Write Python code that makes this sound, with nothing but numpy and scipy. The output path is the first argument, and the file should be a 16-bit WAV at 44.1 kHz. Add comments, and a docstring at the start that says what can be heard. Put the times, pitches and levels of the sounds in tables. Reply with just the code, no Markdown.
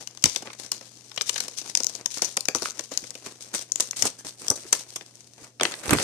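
"""Stiff clear package, pulled open close by

Hands flex a plastic package just in front of a microphone pair, in a small room with a humming fan.
Facets buckle as short bursts of filtered noise: a sharp crack, a panel flex and a hollow shell ring.
Sheets slide as stick-slip noise, knocks are dull thuds; at last the pack swings past the pair and is bumped.
The room answers with decaying noise, the fan is an air rush with tones, and each microphone port rings
at its own treble pitch, which colours every snap."""
import sys
import numpy as np
from scipy import signal
from scipy.fft import rfft, irfft, next_fast_len
from scipy.io import wavfile
from scipy.ndimage import uniform_filter1d, map_coordinates

SR = 44100
rng = np.random.default_rng(int(sys.argv[2]) if len(sys.argv) > 2 else 0)


def unload_audio(sound):
    """Save the sound as a 16-bit wav file, at the path given as the first command line argument."""
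    columns = np.transpose(np.atleast_2d(sound))
    # keep every value between -1 and 1, then stretch to whole-number steps
    steps = np.round(np.clip(columns, -1, 1) * 32767)
    wavfile.write(sys.argv[1], SR, steps.astype(np.int16))


N = 265923

# Facets that buckle: [t/s, crack level/dB, flex level/dB, shell level/dB, crack t60/s, left over right/dB];
# the crack level is before CRACK_TRIM_DB
FACET_SNAPS = [(.074, -35, -43, -66, 0.0083, 8), (.1742, -43.5, -46, -53, .008, 1),
               (.2244, -39.5, -50, -53, .025, 4), (.2406, -11, -13.5, -38, 0.004, 5),
               (.2571, -17.5, -24, -30, 0.019, 0.5), (.361, -24, -27.5, -35.5, 0.013, 7),
               (.4232, -38.5, -42, -37.5, 0.031, -1), (.4727, -75, -36.5, -46, 0.0077, 1),
               (.503, -70, -36, -45, 0.016, -5), (.5325, -40, -42, -59, 0.022, -2),
               (.7182, -18.5, -30.5, -44.5, 0.013, -3.5), (.8115, -46, -45, -44, 0.011, 2),
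               (1.1163, -51, -43, -56, 0.017, 5), (1.1624, -37, -46, -50, 0.02, 2),
               (1.1765, -33.5, -26, -34.5, 0.017, 5), (1.2113, -31, -23.5, -37, 0.0054, 16),
               (1.2174, -26.5, -51, -56, 0.029, 1.5), (1.2945, -21, -25.5, -40.5, 0.011, 10),
               (1.3597, -32.5, -28, -40, 0.022, 6), (1.38, -27.5, -32, -59, 0.023, 2),
               (1.404, -24.5, -30, -39, 0.017, -1), (1.4824, -31.5, -40, -42, .013, -2),
               (1.589, -38, -43.5, -62, 0.043, 8), (1.6154, -40, -48, -43.5, 0.019, 11),
               (1.7519, -20, -27, -45, 0.0053, 3), (1.7734, -22.5, -37.5, -42, 0.011, 3),
               (1.8039, -30, -39, -33, 0.0033, 7), (1.8345, -28, -55, -62, 0.0044, 10),
               (1.845, -24, -39, -44, 0.0013, 2), (1.8679, -23.5, -42, -42.5, 0.0069, 15),
               (1.9514, -33.5, -47, -44.5, 0.02, 12), (2.0597, -21.5, -33, -41.5, 0.0085, 8),
               (2.1715, -49, -39, -36.5, 0.018, 3), (2.1932, -63, -36, -51, 0.011, -5),
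               (2.2208, -19.5, -31.5, -29, 0.0071, 0.5), (2.2236, -26, -29.5, -28.5, 0.071, -1),
               (2.2473, -25, -42, -43, 0.069, 3), (2.3696, -21, -39, -30.5, 0.011, -3),
               (2.3738, -29, -23.5, -32.5, 0.0031, 3), (2.4079, -27.5, -60, -56, 0.0053, 11),
               (2.455, -31, -41.5, -57, .01, 13), (2.4857, -19.5, -22.5, -25, 0.0069, 6),
               (2.5493, -24.5, -30.5, -25, 0.0071, 1), (2.5575, -27.5, -38, -31, 0.071, 5),
               (2.6217, -29, -38, -27.5, 0.013, 13), (2.6572, -61, -22.5, -41, 0.003, -9.5),
               (2.7075, -38, -59, -60, 0.0025, 13), (2.794, -29, -33.5, -34, 0.015, 8.5),
               (2.918, -34.5, -38, -32, 0.12, 2), (2.9754, -22, -41.5, -66, 0.004, 14),
               (3.0397, -42, -40, -43, 0.019, -2), (3.1064, -35.5, -49.5, -52, 0.0065, 13),
               (3.153, -39, -39.5, -40.5, 0.015, 0), (3.2613, -39, -39.5, -44.5, 0.021, -0.5),
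               (3.5504, -36, -34, -36.5, 0.021, -13), (3.7202, -28, -46, -50, .003, 9),
               (3.7584, -28, -39.5, -45, 0.0085, 3.5), (3.8, -28, -33.5, -32.5, 0.0054, 1),
               (3.806, -16, -29, -39, 0.015, -3.5), (3.9109, -27, -44.5, -61, 0.0044, 7),
               (3.9315, -50, -36, -48, 0.0092, -4), (3.9698, -31, -39, -55, 0.028, -14),
               (4.0235, -16.5, -28.5, -30.5, 0.02, 9), (4.0541, -22, -30, -24, 0.035, -6),
               (4.19, -38.5, -45.5, -51, 0.11, -3.5), (4.4829, -26.5, -40, -39, 0.0083, 6),
               (4.5023, -17, -37.5, -29, 0.013, -3.5), (4.513, -28, -37.5, -27.5, 0.022, -2),
               (4.5592, -33.5, -48, -43.5, 0.039, 0), (4.7283, -13, -20.5, -27.5, 0.022, 1.5),
               (4.9605, -27.5, -34, -39.5, 0.028, -4.5), (5.0106, -55, -41, -45.5, .009, 7),
               (5.5986, -49, -28.5, -41.5, 0.0072, 2), (5.6105, -31.5, -17.5, -21.5, .009, -4.5),
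               (5.621, -38, -32, -25, 0.031, -9), (5.6334, -20.5, -19.5, -27, 0.007, -4.5),
               (5.6529, -39, -18.5, -27, 0.0079, 6), (5.7197, -38.5, -32, -40.5, 0.04, -3),
               (5.7397, -46, -30.5, -40, 0.0084, -2), (5.8358, -37, -33.5, -39.5, 0.12, 3),
               (5.8938, -41, -25, -25.5, 0.0071, 0), (5.908, -17.5, -17, -23, 0.019, -9),
               (5.935, -20, -18, -35, 0.013, -12.5), (5.9857, -34, -21.5, -38, 0.011, -5)]
# Knocks of the whole pack: [t/s, level/dB, centre of the added peak f/Hz, t60/s]
PACK_BUMPS = [(0.242, -24.5, 200, 0.019), (.256, -31, 75, 0.08), (.423, -39, 330, 0.03),
              (2.222, -42, 280, 0.13), (2.549, -38.5, 250, 0.18), (2.916, -37.5, 300, 0.051),
              (3.025, -42.5, 330, .06), (4.029, -32.5, 172, 0.17), (4.056, -45, 310, 0.1),
              (4.255, -42, 160, 0.046), (4.408, -48, 500, 0.092), (4.503, -30, 131, 0.037),
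              (4.586, -55, 550, 0.055), (4.65, -43, 450, 0.022), (5.412, -47, 750, .09),
              (5.618, -32, 300, 0.19), (5.874, -28, 91, 0.094), (5.906, -24, 330, 0.049),
              (5.919, -14, 220, 0.088), (5.951, -21.5, 88, 0.086), (5.99, -38.5, 79, 0.11)]
# Part of the pack being worked: [t/s, left over right of the sliding/dB, facet f/Hz, base panel f/Hz]
WORKED_PART = [(0, 6.5, 5300, 2700), (1.2, 4, 5400, 2800), (2.1, 4.5, 5500, 2570), (2.6, 3, 5360, 2010),
               (3.6, .5, 6700, 2730), (4.498, -3, 6900, 2000), (5.3, 2, 6000, 3020),
               (5.7, -6.5, 7800, 2640), (5.91, -11, 10400, 1820), (6.03, -1, 9150, 2740)]
# Sheets sliding over each other or the skin:
# [t/s, length/s, scrape level/dB, hollow rustle level/dB, rise over the stroke/dB]
SLIDING_STROKES = [(0, 0.0088, -35, -38.5, 0.5), (0.262, .13, -38.5, -50.5, -13.5),
                   (0.443, .03, -47, -38.5, 2), (0.581, .09, -42.5, -51.5, -1),
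                   (.725, .06, -45.5, -52.5, -7.5), (1.255, 0.036, -36, -57, 13.5),
                   (1.317, .14, -39, -48, 1.5), (1.567, 0.029, -31, -62, -4), (1.638, .065, -40, -47, 3),
                   (1.763, .06, -41, -51, 0.5), (1.882, 0.13, -43, -50.5, -5), (2.1, 0.077, -35.5, -68, 0),
                   (2.265, .08, -43, -50.5, -2), (2.563, .135, -37, -45, 0.5),
                   (2.733, 0.084, -49, -49, -0.5), (2.828, 0.022, -43, -72, 1),
                   (2.926, .11, -43, -50.5, -4.5), (3.236, .085, -42.5, -44, -4),
                   (3.394, 0.12, -48, -54.5, -3), (3.529, .095, -32.5, -45, -7),
                   (3.766, .03, -43, -51, 0.5), (3.805, .075, -39.5, -45, -8.5), (3.955, .12, -33, -44, 6),
                   (4.032, .04, -35.5, -30, -7.5), (4.243, .07, -39.5, -50, -12),
                   (4.387, .1, -41.5, -45, 2), (4.563, .165, -43.5, -50.5, -1.5),
                   (4.735, .09, -36.5, -49.5, -14.5), (4.879, 0.055, -44.5, -60, -2),
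                   (5.371, .11, -50, -48, 3), (5.632, .19, -42, -43, -7.5), (5.841, .19, -32, -34.5, 8),
                   (5.895, .05, -30, -25, 2.5), (5.993, .03, -28.5, -36, 4)]
# Firmness of the hold between strokes: [t/s, level/dB]
HAND_GRIP = [(0, -1), (.9, 1.5), (1.15, 0.5), (1.5, 4), (1.74, -3.5), (2.45, -3.5), (3.1, 4.5), (3.7, -3.5),
             (4.6, 2), (5.2, -0.5), (5.46, -8), (5.51, -20), (5.58, -14), (6.03, -1)]

# Spectrum of a facet's crack: [f/Hz, relative level per Hz/dB]
CRACK_SPECTRUM = [(1500, -31.5), (3200, -8.5), (4500, -3.5), (7000, -1.5), (10000, -2), (15000, 3.5)]
# Spectrum of a flexing panel: [f/Hz, relative level per Hz/dB]
FLEX_SPECTRUM = [(400, -47), (900, 4.5), (1300, 4.5), (2600, -2), (3800, -3), (5500, -8), (10000, -59)]
# Spectrum of the hollow shell: [f/Hz, relative level per Hz/dB]
SHELL_SPECTRUM = [(50, -25), (130, -6), (300, 1.5), (520, 6), (900, -0.5), (1400, -3.5), (3000, -62.5)]
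# Spectrum of the sliding hiss: [f/Hz, relative level per Hz/dB]
SCRAPE_SPECTRUM = [(900, -7), (2200, -2.5), (4000, 0.5), (6500, -0.5), (9000, 0), (14500, -2)]
# Spectrum of the hollow rustle: [f/Hz, relative level per Hz/dB]
RUSTLE_SPECTRUM = [(60, -21.5), (180, -8), (380, -3.5), (800, -6.5), (1300, -8.5), (2500, -12.5),
                   (8000, -48.5)]
# Spectrum of a knock before its peak: [f/Hz, relative level per Hz/dB]
THUD_SPECTRUM = [(20, -15), (55, -3.5), (110, 0.5), (200, -6.5), (320, -1), (480, -14.5), (1000, -44)]
# Spectrum of the fan's air: [f/Hz, relative level per Hz/dB]
AIR_SPECTRUM = [(20, -26), (45, -25), (85, -7), (270, -1), (550, -9.5), (1200, -21.5), (4000, -23.5),
                (15000, -23.5)]
# Mains and blade tones of the fan: [f/Hz, rms level/dB]
FAN_TONES = [(120, -60.5), (221, -71), (425, -78.5), (705, -77)]
# Left-right likeness at the microphone pair: [f/Hz, correlation from 0 to 1]
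LIKENESS = [(60, 0.45), (300, 0.87), (700, 0.74), (1500, 0.38), (3000, 0.03), (15000, 0.039)]
# Decay of the small room: [f/Hz, t60/s]
ROOM_DECAY = [(100, 0.12), (500, 0.23), (3000, 0.27), (7000, 0.22), (15000, 0.19)]
# Response of the left microphone port: [f/Hz, level/dB]
LEFT_RESPONSE = [(500, -3.5), (1400, -5), (2400, -0.5), (3600, 3), (4800, 7), (5500, 9), (6050, 11.5),
                 (6800, 8.5), (8200, 1.5), (10200, -3), (14500, -16.5)]
# Response of the right microphone port: [f/Hz, level/dB]
RIGHT_RESPONSE = [(500, -2), (1300, -5.5), (2000, -6), (4500, -5.5), (6800, -5), (8400, 7), (10000, -3.5),
                  (14500, -14)]

CRACK_TRIM_DB = 1
# A facet creeps before it flips: shortest 60 dB rise, plus this share of its t60
CREEP_S, CREEP_SHARE = 0.0026, 0.21
PANEL_DB_PER_OCTAVE = 58  # the more flex outweighs crack, the lower the panel
# Small random facets: crack over the scrape, its scatter either way, its t60
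SMALL_DB, SMALL_SCATTER_DB, SMALL_T60_S = -3, 4, .005
SMALL_FLEX_DB, SMALL_SHELL_DB = -7.5, -15.5  # relative to their table crack
STROKE_ATTACK_S, STROKE_RELEASE_T60_S = 0.013, 0.1
GRIP_SCRAPE_DB, GRIP_RUSTLE_DB = -54, -59.5  # faint sliding at a grip of 0 dB
BASS_CUT_HZ, TOP_HZ = 40, 14800


def snaps(facet_db=7, facet_octaves=0.51, panel_db=9, panel_octaves=0.91, uneven_db=3,
          flex_ring=1.66, shell_t60=0.047, after_db=-26, after_t60=0.015, size=4096):
    """Each facet creeps, flips with a crack, flexes its panel and sets the hollow shell ringing."""
    out = np.zeros((2, N))
    lead = 1 / 100  # s kept before the flip for the creep
    t = np.arange(size) / SR - lead
    since, before = np.maximum(t, 0), np.maximum(-t, 0)
    place_s, _, facets_hz, panels_hz = np.transpose(WORKED_PART)
    for s, crack, flex, shell, t60, left_db in list(FACET_SNAPS) + small_snaps():
        facet_hz = np.interp(s, place_s, facets_hz)
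        panel_hz = np.interp(s, place_s, panels_hz) * 2 ** ((crack - flex) / PANEL_DB_PER_OCTAVE)
        rise = CREEP_S + CREEP_SHARE * t60
        swell = amp(-60 * before / max(rise, 1e-4))
        modes = ripple()

        def dying(life):
            return swell * amp(-60 * since / max(life, 1e-3))

        def facet_gain(hz):
            peak = facet_db * hill(hz, facet_hz, facet_octaves)
            return along(CRACK_SPECTRUM, hz) + peak + uneven_db * modes(hz)

        def panel_gain(hz):
            peak = panel_db * hill(hz, panel_hz, panel_octaves)
            return along(FLEX_SPECTRUM, hz) + peak + uneven_db * modes(hz)

        # bending waves run on through the sheet after the flip
        sheet = amp(after_db) * dying(after_t60)
        bright = amp(crack + CRACK_TRIM_DB) * burst(dying(t60) + sheet, facet_gain)
        bend = amp(flex) * burst(dying(t60 * flex_ring) + sheet, panel_gain)
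        hollow = amp(shell) * burst(dying(shell_t60), lambda hz: along(SHELL_SPECTRUM, hz))
        add(out, s - lead, panned(left_db) * (bright + bend) + hollow)
    return out


def small_snaps(count=28):
    """Random small facets give way, more of them and louder where the sheets slide harder."""
    scrape_db, _ = sliding()
    left_db, _, _ = curves(WORKED_PART)
    work = np.cumsum(np.sqrt(amp(scrape_db / 2)))
    when, size, side = rng.random((count, 3)).T
    at = np.minimum(np.searchsorted(work, when * work[-1]), N - 1)
    cracks = scrape_db[at] + SMALL_DB + SMALL_SCATTER_DB * (2 * size - 1)
    sides = left_db[at] + 10 * (side - .5)
    return [(s, db, db + SMALL_FLEX_DB, db + SMALL_SHELL_DB, SMALL_T60_S, left)
            for s, db, left in zip(at / SR, cracks, sides)]


def ripple(spacing_hz=330, size=90):
    """The uneven modes of one patch of sheet: a random gain of frequency, about +-1."""
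    heights = rng.standard_normal(size)
    return lambda hz: np.interp(hz, np.arange(size) * spacing_hz, heights)


def burst(envelope, gain_db):
    """Many close modes struck at once, as noise with the energy of 10 ms at rms 1."""
    noise = rng.standard_normal((2, len(envelope)))
    sound = spread(coloured(envelope * noise, gain_db))
    energy = np.mean(np.sum(sound ** 2, axis=1))
    return sound * np.sqrt(SR / 100 / (energy + 1e-20))


def rubbing(flutter_db=2.5, lumps_db=3.5):
    """Sliding sheets hiss and tick by stick-slip, and the shell adds a lumpy, hollow rustle."""
    scrape_db, rustle_db = sliding()
    left_db, _, _ = curves(WORKED_PART)
    ticks = slips(rate=200, scatter_db=5, life=.0011)
    roughness = np.hypot(.65, .7 * ticks)  # steady hiss and ticks together
    pressure_db = flutter_db * wobble(45)

    def friction(spectrum):
        noise = roughness * rng.standard_normal((2, N))
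        return unit(spread(coloured(noise, lambda hz: along(spectrum, hz))))

    scrape = amp(scrape_db + pressure_db) * panned(left_db) * friction(SCRAPE_SPECTRUM)
    rustle_gain = amp(rustle_db + lumps_db * wobble(40))
    rustle = rustle_gain * panned(left_db / 2) * friction(RUSTLE_SPECTRUM)
    return scrape + rustle


def sliding():
    """Scrape and rustle levels/dB: grip plus each stroke's attack, swelling or sinking hold, and release."""
    grip_db, = curves(HAND_GRIP)
    power = amp([grip_db + GRIP_SCRAPE_DB, grip_db + GRIP_RUSTLE_DB]) ** 2
    t = np.arange(SR // 2) / SR
    for s, length, scrape_db, rustle_db, swell_db in SLIDING_STROKES:
        attack = np.minimum(t / STROKE_ATTACK_S, 1)
        hold = amp(swell_db * (np.minimum(t / length, 1) - .5))
        release = np.exp(-np.log(1000) * np.maximum(t - length, 0) / STROKE_RELEASE_T60_S)
        levels = amp([[scrape_db], [rustle_db]])
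        add(power, s, (levels * attack * hold * release) ** 2)
    return 10 * np.log10(power)


def slips(rate, scatter_db, life):
    """Envelope of tiny stick-slip releases at random times, a few much larger than the rest."""
    sizes = amp(scatter_db * np.minimum(rng.exponential(size=N), 2.5))
    kicks = (rng.random(N) < rate / SR) * sizes
    releases = signal.lfilter([1], [1, -np.exp(-1 / (life * SR))], kicks)
    # the hand feeds in work steadily, so nearby releases share it
    nearby_power = np.abs(uniform_filter1d(releases ** 2, size=2600))
    return releases / np.sqrt(nearby_power + 1e-6)


def bumps(attack=0.0023, peak_db=8, peak_octaves=1.0):
    """Soft knocks move the pack as a whole: a short dull thud."""
    out = np.zeros((2, N))
    t = np.arange(SR // 4) / SR
    for s, db, pitch_hz, t60 in PACK_BUMPS:
        envelope = (1 - np.exp(-t / attack)) * np.exp(-np.log(1000) * t / t60)

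        def thud_gain(hz):
            return along(THUD_SPECTRUM, hz) + peak_db * hill(hz, pitch_hz, peak_octaves)

        add(out, s, amp(db) * burst(envelope, thud_gain))
    return out


def room(x, build=0.0039, count=24):
    """The room's diffuse answer, decaying noise drawn afresh each stretch as the pack moves."""
    out = np.zeros((2, N))
    hop = N // count + 1
    for start in range(0, N, hop):
        hz, t, z = signal.stft(rng.standard_normal((2, SR // 2)), SR, nperseg=256)
        decay = np.exp(-np.log(1000) * t / along(ROOM_DECAY, hz)[:, None])
        onset = 1 - np.exp(-t / build)
        tail = signal.istft(z * decay * onset, SR, nperseg=256)[1]
        tail = spread(tail) / np.linalg.norm(tail[0])
        mono = x[:, start:start + hop].sum(axis=0, keepdims=True) / np.sqrt(2)
        add(out, start / SR, signal.fftconvolve(mono, tail, axes=1))
    return out


def fan(air_db=-59, waver=0.6):
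    """A steady rush of air and a few tones whose phase wanders slightly (waver in radians)."""
    t = np.arange(N) / SR
    noise = rng.standard_normal((2, N))
    air = unit(spread(coloured(noise, lambda hz: along(AIR_SPECTRUM, hz))))
    tones = np.zeros(N)
    for hz, db in FAN_TONES:
        phase = 2 * np.pi * hz * t + waver * wobble(2.5)
        tones += amp(db) * np.sqrt(2) * np.sin(phase)
    return amp(air_db) * air + tones


def amp(db):
    """Decibels to gain."""
    return 10 ** (np.asarray(db) / 20)


def unit(x):
    """x scaled to rms 1."""
    return x / np.sqrt(np.mean(x ** 2) + 1e-20)


def along(points, hz):
    """(Hz, value) points read on a log axis."""
    f, v = np.transpose(points)
    return np.interp(np.log(hz + 1), np.log(f + 1), v)


def hill(hz, centre_hz, octaves):
    """A broad resonance of height 1 on a log-frequency axis."""
    return np.exp(-(np.log2((hz + 1) / centre_hz) / octaves) ** 2)


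def curves(rows):
    """One value per sample for each column after the time."""
    s, *cols = np.transpose(rows)
    return [np.interp(np.arange(N) / SR, s, c) for c in cols]


def wobble(rate):
    """A smooth random curve, rate knots a second."""
    knots = rng.standard_normal(int(N * rate / SR) + 4)
    return map_coordinates(knots, [np.arange(N) * rate / SR])


def panned(left_db):
    """Left and right gains of constant power."""
    gains = amp(np.array([left_db, -left_db]) / 2).reshape(2, -1)
    return gains / np.sqrt(np.mean(gains ** 2, axis=0))


def coloured(x, gain_db, size=2048):
    """x through the causal minimum-phase filter whose gain is gain_db(Hz)."""
    cepstrum = irfft(np.log(amp(gain_db(np.fft.rfftfreq(size, 1 / SR)))))
    # folding the cepstrum onto positive times makes the filter causal
    cepstrum[1:size // 2] *= 2
    cepstrum[size // 2 + 1:] = 0
    response = irfft(np.exp(rfft(cepstrum)))
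    response = response.reshape((1,) * (x.ndim - 1) + (-1,))
    return signal.fftconvolve(x, response, axes=-1)[..., :x.shape[-1]]


def spread(pair):
    """Two unrelated signals become left and right: more alike in the bass, apart in the treble."""
    size = next_fast_len(pair.shape[1] + 512)
    likeness = along(LIKENESS, np.fft.rfftfreq(size, 1 / SR))
    turn = np.arccos(np.clip(likeness, -1, 1)) / 2
    mid, side = irfft(rfft(pair, size) * [np.cos(turn), np.sin(turn)], size)[:, :pair.shape[1]]
    return np.array([mid + side, mid - side])


def add(track, s, sound):
    """Mix a two-row sound in at time s."""
    start = max(round(s * SR), 0)
    part = track[:, start:start + sound.shape[1]]
    part += sound[:, :part.shape[1]]


def scene(room_db=-15):
    """The pack close by, the room around it and the fan behind."""
    pack = snaps() + bumps() + rubbing()
    return pack + amp(room_db) * room(pack) + fan()


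def record(dry):
    """Each port rings at its own pitch; deep bass and top treble are cut; the loudest cracks flatten."""
    left = coloured(dry[0], lambda hz: along(LEFT_RESPONSE, hz))
    right = coloured(dry[1], lambda hz: along(RIGHT_RESPONSE, hz))
    bass_cut = signal.butter(2, BASS_CUT_HZ, "highpass", fs=SR, output="sos")
    lean = signal.sosfilt(bass_cut, np.array([left, right]))
    flattened = lean / (1 + np.abs(lean / .9) ** 6) ** (1 / 6)
    top_cut = signal.ellip(10, .1, 80, TOP_HZ, fs=SR, output="sos")
    return signal.sosfilt(top_cut, flattened)


dry = scene()
out = record(dry)
unload_audio(out)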